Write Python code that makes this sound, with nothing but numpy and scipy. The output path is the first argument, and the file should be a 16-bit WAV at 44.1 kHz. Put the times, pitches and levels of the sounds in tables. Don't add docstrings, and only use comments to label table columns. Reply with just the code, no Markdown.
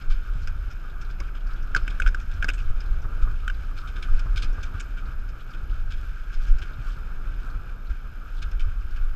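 import sys
import numpy as np
from scipy import signal
from scipy.fft import rfft, irfft
from scipy.io import wavfile
from scipy.ndimage import uniform_filter1d

SR = 44100
rng = np.random.default_rng(int(sys.argv[2]) if len(sys.argv) > 2 else 0)


def bounce(signal):
    frames = np.transpose(np.atleast_2d(signal))
    limited = np.clip(frames, -1, 1)
    pcm = np.round(limited * 32767).astype(np.int16)
    wavfile.write(sys.argv[1], SR, pcm)


N = 403515


def amp(db):
    return 10 ** (np.asarray(db) / 20)


def unit(x):
    return x / np.sqrt(np.mean(x ** 2))


def add(out, at, x):
    i = max(int(at * SR), 0)
    out[i:i + len(x)] += x[:max(len(out) - i, 0)]


def curves(table):
    times, *columns = np.transpose(table)
    return [np.interp(np.arange(N) / SR, times, column) for column in columns]


def pulse(t, peak_s):
    return t / peak_s * np.exp(1 - t / peak_s)


def walk(rate_hz):
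    hold = max(int(SR / rate_hz), 1)
    steps = rng.standard_normal(4096)[np.arange(N) // hold % 4096]
    return 1.35 * uniform_filter1d(uniform_filter1d(steps, hold), hold)


def grains(spread_db):
    return unit(rng.standard_normal(N) * amp(spread_db * np.minimum(rng.exponential(size=N), 2 * np.pi)))


def colour(x, points, size=16384):
    hz, db = np.transpose(points)
    bins_hz = np.maximum(np.arange(size // 2 + 1) * SR / size, 1)
    gain = amp(np.interp(np.log(bins_hz), np.log(hz), db))
    cepstrum = irfft(np.log(gain))
    cepstrum[1:size // 2] *= 2
    cepstrum[size // 2 + 1:] = 0
    response = irfft(np.exp(rfft(cepstrum)))
    return signal.fftconvolve(x, response / np.linalg.norm(response))[:N]


def resonate(x, hz, q):
    return signal.lfilter(*signal.iirpeak(min(hz, .45 * SR), q, fs=SR), x)


# pitch_hz, level_db, t60_s
CASE_RING = [(2212, -3.5, 0.055), (2310, 5.5, .02), (2493, 0, 0.035), (3059, -7, 0.053), (3645, -1, 0.041),
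             (4120, 0, 0.023), (4350, -8, 0.024), (5050, 7, .02), (6470, 0, .03), (7600, -6, 0.049)]

def through_case(x, ring_db):
    t = np.arange(SR // 10) / SR
    ring = sum(amp(db - 60 * t / t60) * np.cos(2 * np.pi * hz * t) for hz, db, t60 in CASE_RING)
    ringing = signal.fftconvolve(x, ring / np.linalg.norm(ring))[:N]
    return (x + amp(ring_db) * ringing) / np.hypot(1, amp(ring_db))


# freq_hz, gain_db
WIND_SPECTRUM = [(8, -23.5), (16, -1), (24, 1), (36, -3.5), (50, -13.5), (75, -19), (110, -30.5),
                 (200, -53), (500, -86.5)]
# time_s, relative_db
AIRFLOW = [(0, -28.5), (0.45, -23), (0.8, -30), (1.15, -28.5), (1.65, -26.5), (2.3, -24.5), (3.5, -25.5),
           (3.97, -29.5), (4.3, -22.5), (4.75, -30.5), (5.2, -27), (5.42, -33), (5.78, -25), (6.15, -29.5),
           (7.0, -27), (8.15, -33.5), (8.65, -23.5), (9.15, -25.5)]
# centre_s, peak_db, half_width_s
EDDIES = [(0.115, -9, 0.011), (1.832, -13, 0.0086), (2.074, -7, 0.0089), (2.703, -11, 0.018),
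          (2.916, -10.5, 0.0083), (3.237, -6.5, 0.0092), (4.143, -6.5, 0.013), (4.499, -13.5, 0.011),
          (6.39, -13.5, 0.012), (6.521, -4.5, 0.011), (7.91, -14.5, 0.0071), (8.63, -11.5, 0.01),
          (9.044, -13, 0.013)]

def wind(swell_db=-13, swell_s=0.044):
    t = np.arange(N) / SR
    breeze_db, = curves(AIRFLOW)
    air = colour(rng.standard_normal(N), WIND_SPECTRUM)
    air /= np.sqrt(uniform_filter1d(air ** 2, size=5000, mode="reflect"))
    swell = sum(amp(db + swell_db) * np.exp(-((t - at) / swell_s) ** 2 / 2) for at, db, _ in EDDIES)
    flutter_db = 1.3 * walk(11)
    air *= np.hypot(amp(breeze_db + flutter_db + 1), swell)
    for at, db, width in EDDIES:
        offset = (t - at) / width
        core = np.exp(-offset ** 2 / 2)
        air = air * (1 - core) - amp(db) * (1 - offset ** 2) * core
    return air


# time_s, frame_db, tread_db
SAND_TRACK = [(0.0, -55, -50.5), (1.55, -53, -50), (1.91, -51, -45), (2.29, -55, -48.5), (3.16, -49.5, -49),
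              (3.36, -55, -51.5), (4.48, -50.5, -46.5), (5.3, -54.5, -50), (5.56, -52.5, -51.5),
              (5.99, -56, -49.5), (7.59, -51.5, -49.5), (7.98, -55, -53), (9.15, -56, -51)]
# time_s, spray_db
WETNESS = [(0.0, -58), (1.6, -61.5), (1.99, -55), (2.16, -58), (3.72, -58), (4.13, -56.5), (5.27, -60),
           (6.47, -58), (8.15, -61.5), (9.15, -59)]
# freq_hz, gain_db
FRAME_SPECTRUM = [(50, -5), (110, 6.5), (160, 1), (240, -4.5), (340, -6.5), (500, -11.5), (750, -13.5),
                  (1000, -14.5), (1900, -43), (4000, -58)]
MOUNT_SPECTRUM = [(800, -39), (1050, -11), (1260, 3), (1400, 0), (1650, -7.5), (2000, -40)]
TREAD_SPECTRUM = [(900, -47), (1150, -13), (1400, 2.5), (1600, 1.5), (1720, -8.5), (1880, -15.5),
                  (2100, -17), (2450, -12), (2900, -20), (4000, -62.5)]
SPRAY_SPECTRUM = [(1700, -12.5), (2300, 3), (3200, 4), (3900, -3.5), (5100, -4.5), (5800, -6.5),
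                  (7000, -9.5), (9500, -18.5), (12000, -16), (15000, -58)]

def rolling():
    frame_db, tread_db = curves(SAND_TRACK)
    spray_db, = curves(WETNESS)
    shake_db = frame_db + 0.49 * walk(20)
    frame = colour(grains(spread_db=3.5), FRAME_SPECTRUM) * amp(shake_db + 5)
    mount = colour(grains(spread_db=3.5), MOUNT_SPECTRUM) * amp(shake_db + 3.06 * walk(30))
    scrape = walk(35)
    tread = colour(grains(spread_db=3), TREAD_SPECTRUM) * amp(tread_db + 1.57 * scrape - 2.26)
    flung = through_case(grains(spread_db=3), ring_db=-10)
    spray = colour(flung, SPRAY_SPECTRUM) * amp(spray_db + 0.97 * scrape - 4.17)
    return frame + mount + tread + spray


def whine(pitch_hz=12882, rate_hz=47.95, level_db=-75.5, duty=0.5):
    t = np.arange(N) / SR
    bursts = uniform_filter1d(1. * (t * rate_hz % 1 < duty), size=50)
    tone = np.sin(2 * np.pi * pitch_hz * t + .9 * walk(50))
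    return amp(level_db) * unit(bursts * tone * amp(1.2 * walk(60)))


# start_s, relative_db, length_s, pitch_hz
CRUSHED_SHELLS = [(0.009, -52.5, .012, 4450), (0.098, -46.5, 0.024, 4540), (0.699, -52, 0.021, 5530),
                  (1.011, -51, 0.011, 5500), (1.09, -56, 0.017, 2760), (1.274, -54, 0.011, 2300),
                  (1.345, -52.5, 0.024, 3200), (1.761, -29, 0.008, 4580), (1.896, -49, .017, 3660),
                  (2.198, -46, 0.0046, 6560), (2.313, -51.5, 0.0074, 3630), (2.533, -46.5, 0.014, 7950),
                  (2.576, -47, .02, 2580), (2.804, -49, 0.01, 4980), (3.215, -52, 0.018, 4070),
                  (3.762, -50, 0.032, 4440), (3.872, -48, .016, 3620), (3.956, -49, .018, 3790),
                  (4.023, -40.5, 0.015, 3780), (4.191, -43, 0.0083, 5460), (4.359, -36, 0.022, 4000),
                  (4.42, -36, 0.016, 4400), (4.627, -41, 0.01, 6200), (4.797, -38.5, 0.0091, 7450),
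                  (4.968, -50.5, 0.02, 3270), (5.534, -50, 0.011, 3330), (5.904, -43.5, 0.021, 3740),
                  (6.328, -51, 0.021, 5240), (6.466, -52, 0.022, 5800), (6.581, -48, .01, 5600),
                  (6.616, -45, 0.013, 3270), (7.895, -50.5, 0.015, 2300), (8.418, -41.5, 0.011, 4180),
                  (8.512, -54, .011, 5500), (8.594, -48, 0.018, 3180), (8.959, -52, .014, 2680)]
# freq_hz, gain_db
CRUNCH_SPECTRUM = [(500, -22), (1000, -20), (1480, 12.5), (1900, -13), (2350, 3.5), (3300, 4), (4000, -7.5),
                   (5300, -5), (7500, -11.5), (10000, -19), (15000, -35)]

def shells(tail_db=-22, tail_s=0.065, grind_db=-31, grind_s=0.013):
    t = np.arange(SR // 5) / SR
    crunches, grind = np.zeros(N), np.zeros(N)
    fractures = unit(grains(spread_db=3.5) * amp(2.5 * walk(400)))
    fractures = np.resize(fractures, N + len(t))
    for at, db, length, hz in CRUSHED_SHELLS:
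        rise = 1 - np.exp(-t / (0.23 * length))
        fall = np.exp(-(t / length) ** 2 / 2) + amp(tail_db) * np.exp(-t / tail_s)
        burst = rise * fall * fractures[int(at * SR):][:len(t)]
        ring = amp(4) * hz / 4000 * resonate(burst, hz, q=5)
        add(crunches, at, amp(db - 2.5) * (burst + ring))
        add(grind, at, amp(grind_db + 0.35 * db) * pulse(t, grind_s))
    crunch = colour(through_case(crunches, ring_db=-7), CRUNCH_SPECTRUM)
    return crunch + grind * colour(grains(spread_db=3.5), TREAD_SPECTRUM)


# start_s, end_s
SHELL_DRIFTS = [(1.0, 2.9), (3.5, 4.9)]

def grit(count=90, level_db=-56.5, decay_s=0.014, drift_extra=3):
    t, clock = np.arange(SR // 15) / SR, np.arange(N) / SR
    in_drift = sum((clock > start) & (clock < end) for start, end in SHELL_DRIFTS)
    passed = np.cumsum(1 + drift_extra * in_drift)
    ticks = np.zeros(N)
    for when, pitch, size in rng.random((count, 3)):
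        tick = unit(resonate(rng.standard_normal(len(t)), hz=2400 * 2.4 ** pitch, q=5))
        at = np.searchsorted(passed, when * passed[-1]) / SR
        add(ticks, at, amp(level_db - 0.8 * np.log(1.03 - size)) * tick * np.exp(-t / decay_s))
    return signal.sosfilt(signal.butter(2, 7000, fs=SR, output="sos"), ticks)


# centre_s, level_db, half_width_s
WET_PATCHES = [(.39, -63.5, 0.053), (6.03, -62, 0.057), (6.44, -57, 0.021), (6.9, -58.5, 0.049),
               (7.44, -62.5, 0.036), (8.36, -64.5, 0.056)]
# freq_hz, gain_db
SWISH_SPECTRUM = [(1800, -50), (2800, 13), (6500, 2), (8500, -2), (10000, -14), (12000, -10), (15000, -10)]

def swishes():
    t = np.arange(N) / SR
    flow = sum(amp(db) * np.exp(-((t - at) / width) ** 2 / 2) for at, db, width in WET_PATCHES)
    droplets = grains(spread_db=5.5) * amp(1.3 * walk(82))
    return flow * colour(droplets, SWISH_SPECTRUM)


# start_s, thud_db, knock_db
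JOLTS = [(0.352, -30, -52), (0.431, -29.5, -63), (1.202, -34, -40), (1.758, -33, -32.5),
         (2.439, -44, -36.5), (2.485, -51, -41), (2.699, -25.5, -45), (3.043, -33, -38.5),
         (3.269, -45, -40.5), (4.256, -29, -39.5), (4.358, -31, -66), (4.432, -28.5, -40),
         (4.576, -27.5, -39.5), (4.74, -24, -40.5), (6.611, -28, -52), (6.784, -28, -67), (8.671, -25, -55)]

def jolts(thud_hz=90, thud_s=0.0077, knock_s=0.006):
    t = np.arange(SR // 6) / SR
    thuds, knocks = np.zeros(N), np.zeros(N)
    for (at, thud_db, knock_db), detune in zip(JOLTS, rng.standard_normal(len(JOLTS))):
        tone = np.sin(2 * np.pi * thud_hz * (1 + 0.16 * detune) * t)
        add(thuds, at, amp(thud_db) * pulse(t, thud_s) * tone)
        add(knocks, at, amp(knock_db) * pulse(t, knock_s))
    case_body = [(80, -3), (170, 3.5), (380, -3.5), (900, -13.5),  # freq_hz, gain_db
                 (1270, 5.5), (1600, -8), (2000, -22), (5000, -60)]
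    return thuds + colour(knocks * grains(spread_db=2.5), case_body)


FITTINGS = [(0.4731, -31, -38.5, 5000, 0.0065), (1.2016, -45, -37, 5230, None),
            (1.7478, -9.5, -31, 5150, 0.014), (1.8778, -24.5, -35, 2500, None),
            (1.9993, -14.5, -35.5, 8100, None), (2.0192, -24, -34, 2700, None),
            (2.0622, -18.5, -36, 3240, 0.0075), (2.075, -23.5, -34.5, 5200, 0.011),
            (2.1453, -19.5, -37, 5040, None), (2.4246, -17.5, -35, 2600, .005),
            (2.443, -17.5, -32.5, 4900, None), (2.483, -26, -34, 2600, None),
            (2.4879, -20.5, -26.5, 2680, .011), (3.478, -19, -33.5, 2760, .0205)]
# freq_hz, gain_db
CRACK_SPECTRUM = [(120, 0), (300, 6.5), (700, 0.5), (950, -11), (1500, -10), (1950, 2.5), (2500, 2.5),
                  (3400, -1.5), (4200, -15), (5200, -7.5), (7500, -11.5), (10500, -22), (15000, -25)]

def clacks(ring_hz=1510, tail_hz=1400, build_s=0.0025, tail_s=0.018, crack_s=0.0038):
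    t = np.arange(SR // 12) / SR
    rings, cracks = np.zeros(N), np.zeros(N)
    swell = pulse(t, build_s) ** 3
    tail = amp(-22) * np.exp(-t / tail_s) * (1 - np.exp(-t / build_s))
    snap = np.exp(-t / crack_s) * (1 - np.exp(-t / 0.00076))
    strikes = [row[:4] for row in FITTINGS]
    rebounds = [(at + gap, ring_db - 3, crack_db - 6.5, hz)
                for at, ring_db, crack_db, hz, gap in FITTINGS if gap]
    for at, ring_db, crack_db, fitting_hz in strikes + rebounds:
        main_hz, after_hz = np.array([ring_hz, tail_hz]) * (1 + .04 * rng.uniform(-1, 1, 2))
        ring = swell * np.sin(2 * np.pi * main_hz * t) + tail * np.sin(2 * np.pi * after_hz * t)
        add(rings, at, amp(ring_db) * ring)
        contact = snap * rng.standard_normal(len(t))
        add(cracks, at, amp(crack_db + 1.5) * (contact + amp(6) * resonate(contact, fitting_hz, q=5)))
    return rings + colour(through_case(cracks, ring_db=-10.5), CRACK_SPECTRUM)


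def scene():
    rig = rolling() + swishes() + jolts() + shells() + grit()
    return (wind() + rig + clacks() + whine())[None]


def record(dry):
    return signal.sosfilt(signal.ellip(8, .2, 70, 15000, fs=SR, output="sos"), dry)


dry = scene()
out = record(dry)
bounce(out)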